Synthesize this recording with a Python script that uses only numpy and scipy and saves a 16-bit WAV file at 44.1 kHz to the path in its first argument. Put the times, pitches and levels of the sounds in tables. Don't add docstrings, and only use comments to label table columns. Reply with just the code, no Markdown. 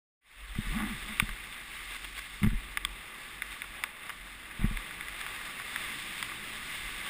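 import sys
import numpy as np
from scipy import signal
from scipy.fft import rfft, irfft
from scipy.io import wavfile
from scipy.ndimage import uniform_filter1d

SR = 44100
rng = np.random.default_rng(int(sys.argv[2]) if len(sys.argv) > 2 else 0)


def transcribe(u):
    v = np.clip(np.atleast_2d(u).T, -1, 1)
    q = np.round(v * 32767).astype(np.int16)
    wavfile.write(sys.argv[1], SR, q)


def boost_factor(decibels):
    exponent = np.asarray(decibels, float) / 20
    return 10 ** exponent


N = 312669
T = np.arange(N) / SR
HZ = np.arange(1025) * SR / 2048 + 1


def shape(x, gain):
    cepstrum = irfft(np.log(gain))
    cepstrum[1:1024] *= 2
    cepstrum[1025:] = 0
    impulse = irfft(np.exp(rfft(cepstrum)))
    return signal.fftconvolve(x, impulse)[:N]


def colour(points):
    hz, db = np.transpose(points)
    return boost_factor(np.interp(np.log(HZ), np.log(hz), db))


def ring(x, hz, t60):
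    pole = np.exp(2j * np.pi * hz / SR - np.log(1000) / (t60 * SR))
    return signal.lfilter([1], [1, -pole], x).imag


def unit(x):
    return x / np.sqrt(np.mean(x ** 2))


def walk(rate):
    hold = int(SR / rate)
    steps = np.repeat(rng.standard_normal(N // hold + 1), hold)
    slewed = uniform_filter1d(uniform_filter1d(steps, hold), hold)
    return unit(slewed[:N])


def add(out, s, wave):
    i = int(s * SR)
    out[i:i + len(wave)] += wave[:N - i]


# pitch_hz, width_hz, lift_db
SHELL_MODES = [(830, 160, 3), (1166, 226, 10.5), (1463, 140, 4.5), (1687, 122, 4), (2063, 240, 4.5),
               (2740, 120, 2.5), (3570, 705, 9.5), (5050, 360, 3.5)]


def housing(x):
    lift_db = sum(db / (1 + (2 * (HZ - hz) / width) ** 2) for hz, width, db in SHELL_MODES)
    return shape(x, boost_factor(lift_db))


# pitch_hz, relative_density_db
RUSH_COLOUR = [(400, -16.5), (600, -17), (900, -16), (1400, -12.5), (2000, -2.5), (2700, -5.5), (3300, -12),
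               (4300, -16), (5200, -18.5), (5700, -19), (6000, -25.5)]


def rush(level_db, bright_db):
    pop_db = 2.7 * np.minimum(rng.exponential(size=N), 4.0)
    pops = (rng.random(N) < 900 / SR) * rng.standard_normal(N) * boost_factor(pop_db)
    foam = 0.7 * unit(pops)
    surge = boost_factor(0.81 * walk(9) + 0.51 * walk(70))
    water = 0
    for hz in 420 * 2 ** np.arange(0, 4.5, .5):
        band_filter = signal.butter(2, [hz / 2 ** .25, hz * 2 ** .25], "band", fs=SR)
        band = signal.lfilter(*band_filter, rng.standard_normal(N) + foam)
        tilt_db = bright_db * np.log2(hz / 1800)
        water = water + band * boost_factor(.6 * walk(30) + tilt_db)
    return boost_factor(level_db + 1.32) * surge * unit(housing(shape(water, RUSH_GAIN)))


RUSH_GAIN = colour(RUSH_COLOUR)

# start_s, strike_db, main_pitch_hz, low_note_db and high_note_db (both against the main note)
STRAP_KNOCKS = [(0.5531, -30, 2030, 2, -20), (1.1989, -6, 2380, -19.5, -11),
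                (1.2912, -24.5, 1830, -11, -16), (1.5262, -32, 2360, -20, -4),
                (2.4316, -21, 2000, -12, -17), (2.4378, -29, 1950, -17, -4.5), (2.4454, -28, 2060, 5, -30),
                (2.5036, -32, 2100, -15, -27), (2.7726, -12.5, 2000, -11.5, -14),
                (2.8494, -20, 2220, -8.5, 1), (3.4211, -17, 2080, -39, -12.5),
                (3.6194, -19.5, 2270, -31, -12), (3.6418, -30, 1800, -4, -21),
                (3.8377, -13.5, 2160, -9.5, -11.5), (4.067, -39, 2030, 5.5, -17),
                (4.0948, -24.5, 2050, 1, -20), (4.1026, -22, 1840, -17, -33),
                (4.5117, -30.5, 1830, -7, -13), (4.7722, -21, 2160, -35, -12),
                (4.9096, -25, 1950, -17, -26), (5.0095, -24, 2150, -28, -9), (5.0838, -25, 2110, -22, -13),
                (5.2649, -23, 1780, -4.5, -33), (5.5992, -26.5, 1650, -5, -15),
                (5.7607, -18, 1760, -16, -11), (6.1796, -27.5, 1930, -7, -11),
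                (6.2268, -19.5, 1970, -5.5, -7.5), (6.2875, -30, 1700, -6, -19),
                (6.318, -26.5, 1680, -4, -20)]
# pitch_hz, relative_density_db
RATTLE_COLOUR = [(500, -27), (900, -0.5), (1200, 2), (2000, 3), (3000, 1), (4500, -33), (6000, -38)]


def knocks():
    low_hz, high_hz, top_hz = 1160, 3330, 4610
    notes, rattle, t = np.zeros(N), np.zeros(N), T[:2048]
    tap, tap_spread, tap_count = (-38.5, 1948, -13, -22), (1.5, 200, 8.7, 5.9), 16
    tap_values = tap + tap_spread * rng.standard_normal((tap_count, 4))
    taps = np.c_[rng.random(tap_count) * T[-1], tap_values]
    for s, db, hz, low_db, high_db in [*STRAP_KNOCKS, *taps]:
        hiss = rng.standard_normal(len(t))
        peak_ms = max(0.65 + 0.022 * high_db, .2)
        u = t / (peak_ms / 1000)
        top_db = 0.5 + 0.86 * low_db + 0.47 * high_db
        chord = np.sin(2 * np.pi * hz * t) + 0.05 * hiss
        chord = chord + boost_factor(low_db) * np.sin(2 * np.pi * low_hz * t)
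        chord = chord + boost_factor(high_db) * np.sin(2 * np.pi * high_hz * t)
        chord = chord + boost_factor(top_db) * np.sin(2 * np.pi * top_hz * t)
        add(notes, s, boost_factor(db) * chord * u * np.exp(1 - u))
        decay = np.exp(-np.log(1000) * t / 0.012)
        add(rattle, s + 0.002492, boost_factor(db + 0.32 * low_db + 4) * hiss[::-1] * decay)
    notes = shape(notes, colour([(300, -21), (900, -11.0), (1500, -3.0), (3600, -4),
                                 (4500, -9), (5100, 0), (6000, -6.5)]))
    return housing(notes + shape(rattle, boost_factor(-7.5) * colour(RATTLE_COLOUR)))


# pitch_hz, relative_db, t60_s
FRAME_MODES = [(104, 7.5, 0.042), (159, -0.5, 0.033), (211.5, -1.5, 0.065), (297, -27, 0.033),
               (376, -11, 0.022)]


def frame(force):
    return force + sum(boost_factor(db - 37) * ring(force, hz, t60) for hz, db, t60 in FRAME_MODES)


# centre_s, push_db, sway_kick_db
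FRAME_BUMPS = [(0.561, -39, -29), (0.589, -22.5, -25), (.672, -37, -30), (0.699, -47, -30),
               (1.203, -41, -40), (1.227, -27, -31), (1.291, -44.5, -30.5), (1.316, -57, -34.5),
               (2.421, -31, -48), (2.435, -23, -48), (2.446, -22, -32), (2.465, -25, -24),
               (2.473, -21, -20), (2.519, -37, -34), (2.532, -31.5, -27), (2.546, -48, -19.5),
               (4.596, -34.5, -31), (4.618, -35, -24), (4.645, -20, -24), (4.671, -53, -31),
               (4.713, -33.5, -26.5), (4.745, -55, -28.5)]
# pitch_hz, relative_db, t60_s
MOUNT_MODES = [(27.5, -40, 0.056), (39.1, 2.5, 0.22), (57.7, -30, .1)]


def bumps():
    push, kick, t = np.zeros(N), np.zeros(N), T[:882] - T[441]
    u = t / (3.3 / 1000 / np.pi)
    dip = -(1 - u ** 2) * np.exp(-u ** 2 / 2)
    shove = -np.hanning(len(t)) / 441
    for s, db, sway_db in FRAME_BUMPS:
        add(push, s - T[441], boost_factor(db) * dip)
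        add(kick, s - T[441], boost_factor(sway_db) * shove)
    mount = sum(boost_factor(db) * ring(kick, hz, t60) for hz, db, t60 in MOUNT_MODES)
    return frame(push) + mount


# fastest_s (middle of the stroke), length_s, slip_db, top_slip_rate_hz, scrape_db
FRAME_RUBS = [(.838, .25, -36.5, 323.4, -39), (1.105, .09, -56, 222, -44), (2.454, .068, -41, 224, -40),
              (4.631, .07, -50, 205, -42)]
# pitch_hz, relative_density_db
SCRAPE_COLOUR = [(400, -24), (700, 2.5), (1200, -6.5), (2000, 8.5), (3000, -4), (4500, -24), (6000, -17)]


def rubs():
    slope_hz_per_s, turn_s = 1900, .022
    lock_hz, lock_width_hz, lock_lift_db = 224, 58, 8
    out = 0
    for s, length, slip_db, top_hz, scrape_db in FRAME_RUBS:
        edge = np.clip((length / 2 - abs(T - s)) / 0.002, 0, 1)
        t = np.clip(T - s, -length / 2, length / 2)
        hz = top_hz - slope_hz_per_s * (np.hypot(t, turn_s) - turn_s)
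        press_db = -19.5 * (2 * t / length) ** 2 - 18 * t
        lock_db = lock_lift_db / (1 + (2 * (hz - lock_hz) / lock_width_hz) ** 2)
        turns = np.cumsum(hz * (1 + .028 * walk(90))) / SR
        slips = np.sin(2 * np.pi * turns) + 0.066 * np.sin(4 * np.pi * turns)
        slips = slips * boost_factor(slip_db + press_db + lock_db + 1.8 * walk(100))
        judder = unit(ring(ring(rng.standard_normal(N), 220, 0.054), 220, 0.052))
        judder = judder * boost_factor(slip_db + press_db - 10.5 + 0.1119 * (hz - lock_hz))
        bursts = np.exp(-(turns % 1) / 0.18)
        grit = rng.standard_normal(N) * bursts * boost_factor(2.2 * walk(200) + 0.85 * walk(40))
        scrape = unit(housing(housing(shape(grit, colour(SCRAPE_COLOUR)))))
        scrape = scrape * boost_factor(scrape_db + 0.71 * press_db - 7.5 * t / length)
        out = out + frame(edge * slips) + edge * judder + edge * scrape
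    return out


# start_s, length_s, level_db
SPRAY_FLURRIES = [(1.908, 0.062, -40.5), (2.006, 0.052, -43), (2.16, 0.036, -41.5), (3.505, 0.034, -45),
                  (5.13, .09, -43.5)]


def spray():
    patter = rng.standard_normal(N) * boost_factor(4.1 * walk(300))
    drops = unit(housing(shape(patter, RUSH_GAIN)))
    swell = 0
    for s, length, db in SPRAY_FLURRIES:
        inside = (T > s) * (T < s + length)
        swell = swell + boost_factor(db) * inside * (0.52 + 0.7 * (T - s) / length)
    return uniform_filter1d(swell, size=88) * drops


def sway(level_db):
    tremble = ring(ring(rng.standard_normal(N), 45.1, 0.16), 48.5, 0.1)
    return boost_factor(level_db) * unit(tremble)


# pitch_hz, relative_density_db
WASH_COLOUR = [(40, 6), (90, 1.5), (200, 3.5), (350, 0), (550, -21), (900, -31)]


def wash(level_db):
    rumble = unit(shape(rng.standard_normal(N), colour(WASH_COLOUR)))
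    return boost_factor(level_db + 0.57 * walk(11)) * rumble


# time_s, rush_db, wash_db, sway_db
RIVER_COURSE = [(.3, -45.5, -59.5, -49), (.6, -43.5, -57, -38), (.72, -42.5, -47, -41),
                (.82, -44, -47, -42), (.96, -43, -52, -49), (1.35, -45.5, -56.5, -53),
                (1.84, -44.5, -59.5, -54), (2.3, -47.5, -59, -54), (2.67, -46.5, -55.5, -45.5),
                (3.1, -46, -59.5, -61), (3.7, -46, -57, -56), (3.96, -46, -61, -67), (4.3, -48.5, -58, -59),
                (4.7, -44.5, -54.5, -59.5), (5.15, -43.5, -55.5, -55), (5.58, -43, -56.5, -58.5),
                (5.9, -41, -52.5, -62), (6.6, -42.5, -52.5, -76), (6.82, -41.5, -55.5, -45.5),
                (7.09, -40.5, -52, -62.5)]


def scene():
    s, *columns = np.transpose(RIVER_COURSE)
    rush_db, wash_db, sway_db = (np.interp(T, s, c) for c in columns)
    bright_db = -0.69 + 0.84 * walk(3.18)
    river = rush(rush_db, bright_db) + wash(wash_db) + spray()
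    raft = sway(sway_db + 2.4 * walk(6)) + knocks() + bumps() + rubs()
    return (river + raft)[None]


def roll_off(x):
    return signal.sosfilt(signal.butter(12, 16470, fs=SR, output="sos"), x)


def record(dry):
    held_rate_hz, top_hz = 12000, 15300
    fade_start_s, fade_end_s = 0.21, 0.73
    slow = signal.resample_poly(dry, held_rate_hz, SR, axis=1)
    steps = np.repeat(slow, 4, axis=1)
    held = signal.resample_poly(steps, SR, 4 * held_rate_hz, axis=1)
    held = np.pad(held, ((0, 0), (0, 8)))[:, :N]
    top_cut = signal.ellip(6, .3, 26, top_hz, fs=SR, output="sos")
    fade = np.clip((T - fade_start_s) / (fade_end_s - fade_start_s), 0, 1)
    mix = signal.sosfilt(top_cut, held) * fade
    return roll_off(mix)


dry = scene()
out = record(dry)
transcribe(out)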